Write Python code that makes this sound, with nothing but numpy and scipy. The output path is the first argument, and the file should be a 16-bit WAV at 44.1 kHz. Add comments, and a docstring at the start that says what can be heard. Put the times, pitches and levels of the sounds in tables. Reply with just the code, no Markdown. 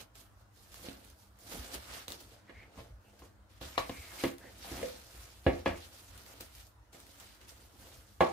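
"""A burst of rustling plastic film comes first, with hands rubbing a plastic bowl and a fridge humming behind.
The film is drawn off a roll and smoothed over the bowl on a stone counter, near a phone in a small kitchen.
Single creases snap, bowl and roll knock on the counter, and taut film squeaks over the rim.
Rustle and rubbing are showers of tiny clicks, snaps are short noise bursts, and squeaks are gliding noise bands.
Knocks add a dull punch, a noisy crack and the ringing of bowl and counter."""
import sys
import numpy as np
from scipy import signal
from scipy.fft import rfft, irfft, next_fast_len
from scipy.io import wavfile
from scipy.ndimage import uniform_filter1d

SR = 44100
rng = np.random.default_rng(int(sys.argv[2]) if len(sys.argv) > 2 else 0)


def bounce(signal):
    """Save signal as a 16-bit WAV file at the path given by the first command-line argument."""
    frames = np.transpose(np.atleast_2d(signal))
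    limited = np.clip(frames, -1, 1)
    pcm = np.round(limited * 32767).astype(np.int16)
    wavfile.write(sys.argv[1], SR, pcm)


N = 366912  # length [samples]

# moves of the hands; swell and fade are times for a 20 dB change:
# (time at full strength [s], swell [s], hold [s], fade [s], film rustle [dB], rustle dullness [dB], wall rub [dB])
HAND_MOVES = [(0.0, .01, 0.014, 0.042, -52.5, -1, -55.5), (0.155, 0.014, 0.059, 0.096, -60, 0, -65.5),
              (.42, 0.18, 0, 0.051, -73, -1, -82), (0.576, 0.067, 0.18, 0.13, -67, -3, -71),
              (0.748, 0.13, 0.08, 0.24, -58, 0, -65.5), (.856, 0.064, 0.012, 0.21, -52.5, .5, -53.5),
              (1.014, 0.11, 0.093, 0.075, -65.5, 1, -66.5), (1.215, 0.18, 0.014, 0.14, -68, -5, -75),
              (1.395, 0.02, 0.14, 0.11, -67, -6, -88), (1.527, 0.11, 0.033, 0.13, -47, 0, -48.5),
              (1.624, 0.12, 0.13, 0.08, -54, 1, -55.5), (1.741, 0.03, 0.0098, 0.024, -43, -1.5, -46),
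              (1.758, .03, 0, 0.075, -51, 0, -51.5), (1.936, 0.32, 0.049, 0.12, -49.5, 3, -57),
              (2.085, .005, 0.06, 0.11, -54.5, 1, -55.5), (2.21, 0.041, 0, 0.068, -56, -1.5, -60),
              (2.335, 0.38, 0.0062, 0.12, -62.5, 0.5, -62.5), (2.615, 0.63, 0.016, 0.3, -72, 7, -63.5),
              (2.791, 0.11, 0.0086, .15, -60, 2.5, -54), (3.048, 0.094, 0.12, 0.11, -73, .5, -68.5),
              (3.198, 0.03, 0.051, 0.099, -64.5, 0.5, -62.5), (3.503, 0.019, 0.15, .1, -68.5, 3.5, -86),
              (3.615, 0.011, 0.042, 0.26, -51.5, 2.5, -59), (3.779, 0.0037, 0.0014, 0.083, -42.5, 6, -61),
              (3.835, .05, 0.19, 0.3, -56, 0, -62.5), (4.228, 0.34, 0.042, 0.093, -47, 2, -55.5),
              (4.388, 0.017, 0.12, 0.13, -63.5, 2, -62), (4.683, 0.2, 0.14, 0.39, -49.5, 1, -55),
              (4.73, 0.088, 0.098, 0.17, -65, 3, -48.5), (5.18, .3, 0.021, 0.49, -57, 0, -63.5),
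              (5.461, 0.019, 0.13, 0.12, -59, 4, -54), (5.657, .005, 0, 0.23, -53, 7, -66),
              (5.846, 0.39, 0.0085, 0.17, -57.5, -0.5, -63.5), (5.94, .05, 0.06, 0.54, -59.5, -0.5, -67.5),
              (6.19, 0.35, .01, .18, -60, 4, -64.5), (6.307, 0.15, 0.018, 0.18, -56.5, 0.5, -59),
              (6.406, 0.012, 0, 0.14, -52.5, 1, -57.5), (6.555, 0.077, 0.052, 0.088, -58.5, -1.5, -72),
              (6.65, .02, 0.042, .065, -69.5, -4, -85), (6.93, 0.0085, 0.072, 0.27, -60.5, 1, -64),
              (7.09, 0.084, 0.095, .05, -63, -0.5, -70), (7.207, .05, 0, 0.3, -55.5, 1.5, -64.5),
              (7.41, 0.023, 0, 0.21, -62, 4, -62), (7.492, 0.032, .005, .08, -54, 0, -65),
              (7.569, 0.044, 0.073, 0.14, -64.5, -2, -66), (7.828, 0.25, 0.13, 0.23, -60, -1, -63),
              (8.11, 0.092, 0.082, 0.041, -71.5, -3, -84), (8.208, .005, 0.0014, 0.043, -44, 3, -36),
              (8.228, .02, 0.009, .33, -53.5, 6.5, -69)]
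# colour of the film rustle: (frequency [Hz], level per Hz [dB])
RUSTLE_COLOUR = [(410, -13.5), (700, -7), (1060, -7), (1230, -3.5), (1710, -4.5), (2240, -5.5),
                 (4320, -3.5), (7490, -7), (14800, -9.5), (16000, -33)]
# where the film lies: (time [s], left minus right [dB])
FILM_SIDE = [(0, -3.5), (.6, -3), (1.3, -3.5), (2.2, -1.5), (4, -0.9), (6, -1.5), (8.3, -1.5)]
# colour of the rubbed bowl wall: (frequency [Hz], level per Hz [dB])
WALL_COLOUR = [(88, -35), (150, -6.5), (229, -2.5), (389, -6.5), (581, -3), (963, -5), (1060, -11),
               (1220, -13.5), (2500, -13.5), (3250, -14), (5500, -120)]
# how much sooner the hands reach the right microphone: (time [s], lead [samples])
RIGHT_LEAD = [(0, 9), (2.2, 11), (2.7, -5.5), (5.8, 5.5), (6.2, -9), (8.3, 1)]
# colour of the counter under a shifting hand: (frequency [Hz], level per Hz [dB])
PUSH_COLOUR = [(30, -3), (55, 7.5), (85, -1), (130, -7.5), (200, -73), (400, -86)]
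# a hand shoves the counter: (time [s], level [dB])
SHOVES = [(.42, -70), (.92, -59), (1.58, -43), (1.76, -47), (1.91, -50), (2.58, -55), (2.8, -48),
          (2.92, -46), (3.23, -56), (3.654, -52), (3.8, -42), (4.0, -49), (4.75, -46), (5.18, -55.5),
          (6.11, -55), (6.56, -60), (7.82, -53)]
# colour of the quiet kitchen: (frequency [Hz], level per Hz [dB])
AIR_COLOUR = [(18, -45), (30, -6), (104, -6), (149, -41), (188, -14), (226, -16.5), (324, -22), (378, -27),
              (587, -17.5), (865, -20), (1040, -19), (1450, -20.5), (2430, -32), (6500, -36), (14500, -42)]
# how alike left and right are in the kitchen noise: (frequency [Hz], likeness [-1 to 1])
AIR_LIKENESS = [(60, 0.56), (240, 0.39), (950, 0.14), (3770, 0), (15000, 0.15)]
# fridge hum: (frequency [Hz], width of each resonance pass [Hz], level [dB])
FRIDGE_HUM = [(100.2, 16, -69), (201.2, 9.2, -78.5), (313, 28, -79.5), (1400, 13, -89)]
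# how fast the room sound dies: (frequency [Hz], time to fall 60 dB [s])
KITCHEN_FADE = [(100, 0.31), (500, 0.28), (2000, 0.33), (6000, 0.093), (14000, 0.2)]
# single creases snapping:
# (time [s], tick peak [dB], brightness [Hz], left minus right [dB], rattle's time to fall 60 dB [s])
SNAPS = [(0.155, -42, 4900, -9, 0.1), (0.743, -35, 2940, -2, 0.072), (1.049, -44, 11000, -8.5, .06),
         (1.1015, -44, 5970, -11.5, 0.079), (1.3888, -46, 10300, -5, 0.082), (1.528, -37, 2560, 1, 0.11),
         (1.742, -37, 8910, -2, 0.074), (2.082, -27.5, 3540, -8.5, 0.1), (2.1044, -32, 4770, -7, 0.088),
         (2.121, -27.5, 2900, 4.5, 0.052), (2.1944, -53, 3470, -6, 0.1), (2.2063, -39, 3000, 4.5, 0.088),
         (3.1923, -46, 4710, -1, 0.1), (3.6147, -57, 3630, -1, 0.1), (4.1943, -40, 2920, 3, 0.08),
         (4.238, -27, 5200, 1, 0.075), (4.3832, -43, 5820, 8, 0.091), (4.7696, -38, 3150, 6, 0.1),
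         (5.4435, -47, 2590, 7.5, 0.071), (5.9314, -51, 3800, 3.5, 0.1), (6.1774, -38, 10580, 5.5, 0.13),
         (6.264, -40, 4680, -2, 0.091), (6.4085, -31.5, 3400, 2.5, 0.11), (6.5507, -38, 5690, 3, 0.1),
         (6.6687, -45, 6550, 4, 0.11), (6.9326, -50, 6200, 6, 0.086), (7.002, -39, 4660, 2, 0.074),
         (7.0673, -45, 2570, 6, 0.12), (7.2, -37.5, 4260, -2, 0.1), (7.349, -48, 5410, 6, 0.1),
         (7.4145, -51, 3430, -12, 0.1), (7.484, -47, 8310, -4, 0.11)]
# knocks; the ring factor is short where a hand damps the bowl:
# (time [s], strength [dB], favoured pitch [Hz], fall below it [dB per octave], fall above it [dB per octave],
#  counter thump [dB], hard-edge click [dB], click pitch [Hz], left minus right [dB], ring length [factor])
KNOCKS = [(0.839, -49, 493, 9.9, 17, -61, -63, 5000, -7, 1.4),
          (0.885, -38.5, 287, 9, 18, -67, -39, 3550, -2.5, 0.25),
          (2.079, -51.5, 297, 3, 2.2, -50, -42, 3940, -1, 1.3),
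          (2.494, -54.5, 512, 3.9, 3, -69, -47, 1900, -3.5, 0.97),
          (2.773, -50, 290, 1.1, 6.8, -47.5, -47, 1130, -2, 1.1),
          (3.219, -58, 300, 3, 3, -61, -51.5, 1200, 2, 1.3),
          (3.612, -46, 292, 2, 3.7, -51, -43, 3480, -2, 0.8),
          (3.778, -25, 1030, 8.5, 4.3, -49, -27, 3530, 4.5, .6),
          (3.894, -37, 285, 7.4, 2.2, -43.5, -41, 3700, 1.5, 0.43),
          (4.237, -25.5, 282, 5, 5.5, -38.5, -25.5, 2340, -0.5, 0.74),
          (4.441, -49.5, 540, 9.8, 12, -72, -58, 1500, -5, 0.99),
          (4.645, -47, 760, 24, 20, -73, -56, 4500, 3, 2),
          (4.716, -39, 280, 3, 11, -42, -46, 2400, -2.5, 1.06),
          (4.776, -45, 290, 3, 10, -47, -41, 2800, 2, 0.95),
          (4.827, -26, 540, 15.5, 46, -50, -37.5, 2240, -1.5, 0.81),
          (5.464, -22.5, 626, 1.6, 15.7, -25.5, -24, 1990, -1.5, 0.95),
          (5.659, -26.5, 560, 1.5, 4.4, -28.5, -25, 2210, 0.9, 0.95),
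          (6.407, -49.5, 300, 2.8, 13, -62, -42.5, 3420, -1.5, .55),
          (6.945, -54.5, 402, 3, 10, -64, -58, 2100, -2, 1.1),
          (8.206, -14, 983, 6.5, 11.6, -35, -36, 2300, -1, 0.92)]
# ringing modes of bowl and counter: (frequency [Hz], relative level [dB], time to fall 60 dB [s])
BOWL_MODES = [(82.7, -10.5, 0.67), (192.7, -11, 0.2), (265, -8, 0.23), (345, -2.5, 0.22), (399, -5.5, 0.18),
              (494.7, -4.5, 0.31), (556, 3, 0.12), (648, -8.5, 0.22), (701, -10.5, 0.24), (771, -7, 0.21),
              (816, -28, 0.51), (924, -8.5, 0.14), (931, -10, 0.06), (1132, -7.5, 0.2), (1219, 0, 0.061),
              (1256, -19, 0.23), (1693, 0.5, 0.085), (1856, -12, 0.096), (2240, -38, 0.12),
              (2390, -17, 0.25), (2880, -4, 0.074), (3373, -5.5, 0.11), (4150, -6, 0.096),
              (4500, -15, 0.13)]
# first dull ring of a blow: (frequency [Hz], time to fall 60 dB [s])
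PUNCH_RINGS = [(272, 0.041), (83, 0.077), (554, 0.054), (763, 0.049), (1062, 0.034), (2090, 0.033),
               (3930, 0.036), (7740, 0.0054)]
# taut film dragged over the rim: (start [s], length [s], level [dB], first pitch [Hz], last pitch [Hz])
SQUEAKS = [(2.471, 0.051, -59.5, 1950, 1960), (2.511, 0.17, -60.5, 2030, 2180),
           (3.035, 0.095, -73.5, 2750, 2760), (3.74, 0.14, -54, 2240, 2170),
           (3.887, 0.13, -55.5, 2270, 2170), (3.981, 0.17, -59, 2230, 2120),
           (4.172, 0.055, -52.5, 2150, 2380), (4.392, .12, -59.5, 1620, 2060)]

STILL_FILM_DB, RESTING_HAND_DB = -112, -76  # levels between moves
WALL_HZ, WALL_ROAM, ROAM_S = 361, 0.19, 0.051  # the band where the wall speaks most roams by chance
PUSH_DB, PUSH_WAVER_DB = -64, 3  # weight resting on the counter
PUSH_FADE_S = 0.045  # time for a shove to change 20 dB
AIR_DB = -65.5
THUMP_HZ, THUMP_FALL_DB, CLICK_FALL_DB = 86, 32, 17.5  # falls in dB per octave
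EDGE_HZ = 15700  # top of the phone's band


def gain_of(db):
    """Turns decibels into a plain multiplier."""
    return 10 ** (np.asarray(db) / 20)


def evened(x):
    """Scales a signal to an rms of 1."""
    return x / np.sqrt(np.mean(x ** 2) + 1e-20)


def read(points, hz):
    """Reads a curve at the given pitches, with pitch on a log scale."""
    f, value = np.transpose(points)
    return np.interp(np.log(hz + 1), np.log(f + 1), value)


def columns(rows, t):
    """Reads every column of a curve at the times t."""
    s, *values = np.transpose(rows)
    return [np.interp(t, s, v) for v in values]


def add(mix, s, sound):
    """Adds a stereo sound to the mix from s seconds on."""
    part = mix[:, round(s * SR):][:, :sound.shape[1]]
    part += sound[:, :part.shape[1]]


def coloured(x, points):
    """Filters x by a colour curve, then sets its rms to 1."""
    size = next_fast_len(len(x))
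    filter_gain = gain_of(read(points, np.fft.rfftfreq(size, 1 / SR)))
    return evened(irfft(rfft(x, size) * filter_gain, size)[:len(x)])


def resonate(x, hz, width):
    """Shifts the pitch hz down to zero, smooths, and shifts back: a resonance that can glide."""
    turn = np.exp(2j * np.pi * np.cumsum(hz * np.ones(len(x))) / SR)
    r = np.exp(-np.pi * width / SR)
    return 2 * (turn * signal.lfilter([1 - r], [1, -r], x / turn)).real


def grains(per_s, spread_db):
    """Sparse clicks of random sign, a few of them large."""
    size = gain_of(spread_db * np.minimum(rng.exponential(1, N), 5))
    return size * rng.choice([-1., 1.], N) * (rng.random(N) < per_s / SR)


def placed(x, pan_db, samples_per_db=5.5):
    """The nearer microphone hears a sound louder and sooner."""
    n, half = np.arange(len(x)), np.asarray(pan_db) / 2
    return np.array([gain_of(side * half) * np.interp(n + side * half * samples_per_db, n, x)
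                     for side in (1, -1)])


def wander(seconds):
    """Slow random drift, made by smoothing noise twice; rms 1."""
    span = round(seconds * SR)
    return evened(uniform_filter1d(uniform_filter1d(rng.standard_normal(N), span), span))


def moves():
    """Adds up the power of all hand moves; louder rustles count more towards the dullness."""
    t = np.arange(0, N / SR, .002)
    s, swell, hold, fade, film_db, dull_db, rub_db = np.transpose(HAND_MOVES)[:, :, None]
    before = np.maximum(s - t, 0) / np.maximum(swell, .002)
    after = np.maximum(t - s - abs(hold), 0) / np.maximum(fade, .01)
    shape_db = -20 * (before + after)
    film = gain_of(film_db + shape_db) ** 2
    rub = gain_of(rub_db + shape_db) ** 2
    film_total = film.sum(0) + gain_of(STILL_FILM_DB) ** 2
    rub_total = rub.sum(0) + gain_of(RESTING_HAND_DB) ** 2
    curves = 10 * np.log10(film_total), (film * dull_db).sum(0) / film_total, 10 * np.log10(rub_total)
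    return [np.interp(np.arange(N) / SR, t, c) for c in curves]


def rustle(level_db, dull_db):
    """Thousands of tiny creases all over the sheet: each microphone hears mostly its own mixture."""
    pan_db = columns(FILM_SIDE, np.arange(N) / SR)[0]
    clumps = gain_of(0.76 * evened(uniform_filter1d(rng.standard_normal(N), 400)))  # creases come in clusters
    shared, left, right = (coloured(clumps * grains(9000, 2.8), RUSTLE_COLOUR) for _ in range(3))
    sheet = 0.23 * shared + 1.183 * np.array([left, right])
    # folds of other sizes come and go
    z = signal.stft(sheet, nperseg=256, noverlap=128)[2]
    folds = evened(uniform_filter1d(uniform_filter1d(rng.standard_normal(z.shape[1:]), 16, 0), 10, 1))
    sheet = signal.istft(z * gain_of(1.7 * folds), nperseg=256, noverlap=128)[1][:, :N]
    # broad slack folds sound lower than fine tight ones
    lows = signal.filtfilt(*signal.butter(1, 4500, fs=SR), sheet)
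    tilted = gain_of(dull_db) * lows + (sheet - lows) / gain_of(dull_db)
    return gain_of(level_db + np.outer([.5, -.5], pan_db)) * tilted


def handling(rub_db):
    """Slips of skin shake the bowl wall, most near one moving band, and shoves shake the counter."""
    t = np.arange(N) / SR
    shoves = sum(gain_of(db - 20 * abs(t - s) / PUSH_FADE_S) for s, db in SHOVES)
    push = shoves + gain_of(PUSH_DB + PUSH_WAVER_DB * wander(0.069))
    hz = WALL_HZ * np.exp(WALL_ROAM * wander(ROAM_S))
    slips = coloured(grains(900, 2.24), WALL_COLOUR)
    rub = gain_of(rub_db) * (0.48 * slips + 0.48 * evened(resonate(slips, hz, 240)))
    mix = rub + push * coloured(rng.standard_normal(N), PUSH_COLOUR)
    left = np.interp(t - columns(RIGHT_LEAD, t)[0] / SR, t, mix)
    return np.array([left, mix])


def air():
    """Steady kitchen noise with slight patches, and the wavering hum of the fridge from narrowed noise."""
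    frames, hz = N // 512 + 5, np.fft.rfftfreq(2048, 1 / SR)
    a, b, c, d, patches = rng.standard_normal((frames, 1025, 5)).T
    patches = evened(uniform_filter1d(uniform_filter1d(patches, 12, 0), 8, 1))
    same = np.clip(read(AIR_LIKENESS, hz), -1, 1)[:, None]
    left = a + 1j * b
    right = same * left + np.sqrt(1 - same ** 2) * (c + 1j * d)
    z = np.array([left, right]) * gain_of(read(AIR_COLOUR, hz)[:, None] + 2.6 * patches)
    noise = rng.standard_normal(N)
    hum = sum(gain_of(db) * evened(resonate(resonate(noise, f, w), f, w)) for f, w, db in FRIDGE_HUM)
    return gain_of(AIR_DB) * evened(signal.istft(z, nperseg=2048, noverlap=1536)[1][:, :N]) + hum


def kitchen(x):
    """Room echoes are sparse taps of random sign, each band dying at its own speed."""
    taps = np.zeros((2, 26000))
    at = np.arange(160, 25980, 20) + rng.integers(0, 20, (2, 1291))
    np.put_along_axis(taps, at, rng.choice([-1., 1.], at.shape), 1)
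    hz, t, z = signal.stft(taps, SR, nperseg=256)
    tail = signal.istft(z * gain_of(-60 * t / read(KITCHEN_FADE, hz)[:, None]), SR, nperseg=256)[1]
    lows = signal.sosfilt(signal.butter(2, 500, fs=SR, output="sos"), tail[0] - tail[1])
    tail[1] += lows  # long waves reach both microphones alike
    return signal.fftconvolve(x.mean(0)[None], tail / np.linalg.norm(tail[0]), axes=1)[:, :N]


def snaps():
    """A crease flips: a sharp broad tick, then its neighbours rattle out."""
    out, t = np.zeros((2, N)), np.arange(6000) / SR
    for s, db, hz, pan_db, t60 in SNAPS:
        noise = rng.standard_normal((2, 6000))
        tick = np.r_[np.zeros(40), resonate(noise[0], hz, 7000) * gain_of(-60 * t / .008)]
        tick = signal.lfilter(*signal.butter(1, 2200, "high", fs=SR), tick)  # a thin sheet radiates no bass
        tick = gain_of(db) * tick / abs(tick).max()
        add(out, s - 40 / SR, placed(tick, pan_db, samples_per_db=2.5))
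        bright_noise = noise - .5 * np.roll(noise, 1, axis=1)
        add(out, s, gain_of(db - 17 - 60 * t / max(t60, .01)) * bright_noise)
    return out


def blow_spectrum(hz, db, pitch_hz, below_db, above_db, thump_db, click_db, click_hz):
    """A blow is a broad hump at its own pitch, a thump of the counter and the click of a hard edge."""
    octaves = np.log2(hz / pitch_hz)
    hump = db - np.where(octaves > 0, abs(above_db), -abs(below_db)) * octaves
    thump = thump_db - THUMP_FALL_DB * abs(np.log2(hz / THUMP_HZ))
    click = click_db - CLICK_FALL_DB * abs(np.log2(hz / click_hz))
    soft_db = -12 * np.maximum(np.log2(hz / 3800), 0)  # contact time dulls the top
    return np.where(hz < 2 * THUMP_HZ, thump, np.maximum(hump, click) + soft_db)


def knocks():
    """Each blow is a dull punch and a noisy crack, and rings the same modes, weighted by where it lands."""
    out, t = np.zeros((2, N)), np.arange(12000) / SR
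    hz, mode_db, t60 = np.transpose(BOWL_MODES)[:, :, None]
    punch_hz, punch_t60 = np.transpose(PUNCH_RINGS)[:, :, None]
    wide = np.fft.rfftfreq(len(t), 1 / SR)
    alternate = (-1.) ** np.c_[:len(BOWL_MODES)]  # neighbouring modes swing opposite
    # phase in radians: each mode radiates from other parts of the wall
    skew = alternate * 0.6 * np.minimum(hz / 600, 1)
    for s, *contact_rule, pan_db, length in KNOCKS:
        blow_db = blow_spectrum(punch_hz[:, 0], *contact_rule)
        blow = [(35, blow_db[1] + 6)] + sorted(zip(punch_hz[:, 0], blow_db))
        # the wall radiates little between its two groups of modes
        blow = sorted(blow + [(1470, read(blow, 1600) - 7)])

        # all punch rings crest together at full contact
        punch_wave = np.cos(2 * np.pi * punch_hz * (t - .0016))
        punch = gain_of(np.c_[blow_db] - 60 * t / punch_t60) * punch_wave

        spot = gain_of(2.0 * rng.standard_normal(hz.shape))  # another spot each time
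        size = spot * alternate * gain_of(read(blow, hz) + mode_db - 60 * t / (t60 * length))
        size *= 1 - np.exp(-t * hz / 2.86)  # low modes build up later
        rings = np.array([(size * np.sin(2 * np.pi * hz * t + side * skew)).sum(0) for side in (1, -1)])

        noise_colour = gain_of(read(blow, wide)) / np.sqrt(wide + 50)
        noise = irfft(rfft(rng.standard_normal(len(t))) * noise_colour, len(t))
        crack = noise * (gain_of(41.5 - 60 * t / 0.025) + gain_of(36.5 - 60 * t / (0.27 * length)))
        contact = np.minimum(t / 0.0013, 1) ** 2 * (gain_of(-0.5) * punch.sum(0) + crack)
        ring_gain = gain_of([[pan_db / 2], [-pan_db / 2]])
        add(out, s, placed(contact, pan_db, samples_per_db=2.0) + rings * ring_gain)
    return out


def squeaks():
    """Fast uneven slips ring a narrow gliding band of the taut film in a wider one, with another a little lower."""
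    out = np.zeros((2, N))
    for s, length, db, first_hz, last_hz in SQUEAKS:
        hz = np.linspace(first_hz, last_hz, round(length * SR))
        slips = rng.standard_normal(len(hz))
        slips = slips * abs(slips)
        wobble = 1 + .02 * np.sin(rng.random() * 6 + np.arange(len(hz)) * 60 / SR)
        narrow = resonate(slips, hz * wobble, 130)
        wider = resonate(resonate(slips, hz, 560), hz, 560)
        lower = resonate(resonate(slips, 0.83 * hz, 250), 0.95 * hz, 250)
        bands = 1.3 * narrow + 0.52 * wider + 0.65 * lower
        add(out, s, placed(gain_of(db) * evened(bands) * signal.windows.tukey(len(hz), .6), 0))
    return out


def scene():
    """Adds the close sources, their room sound and the background."""
    film_db, dull_db, rub_db = moves()
    film = rustle(film_db, dull_db) + handling(rub_db) + snaps() + squeaks()
    blows = knocks()
    room = kitchen(gain_of(-8.5) * film + gain_of(-10.0) * blows)
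    return film + blows + room + air()


def record(dry):
    """The phone drops the deepest bass and has a band limit."""
    thin = signal.sosfilt(signal.butter(3, 52, "high", fs=SR, output="sos"), dry)
    band_limit = signal.firwin(511, EDGE_HZ, window=("kaiser", 9), fs=SR)
    return signal.oaconvolve(thin, band_limit[None], "same")


dry = scene()
out = record(dry)
bounce(out)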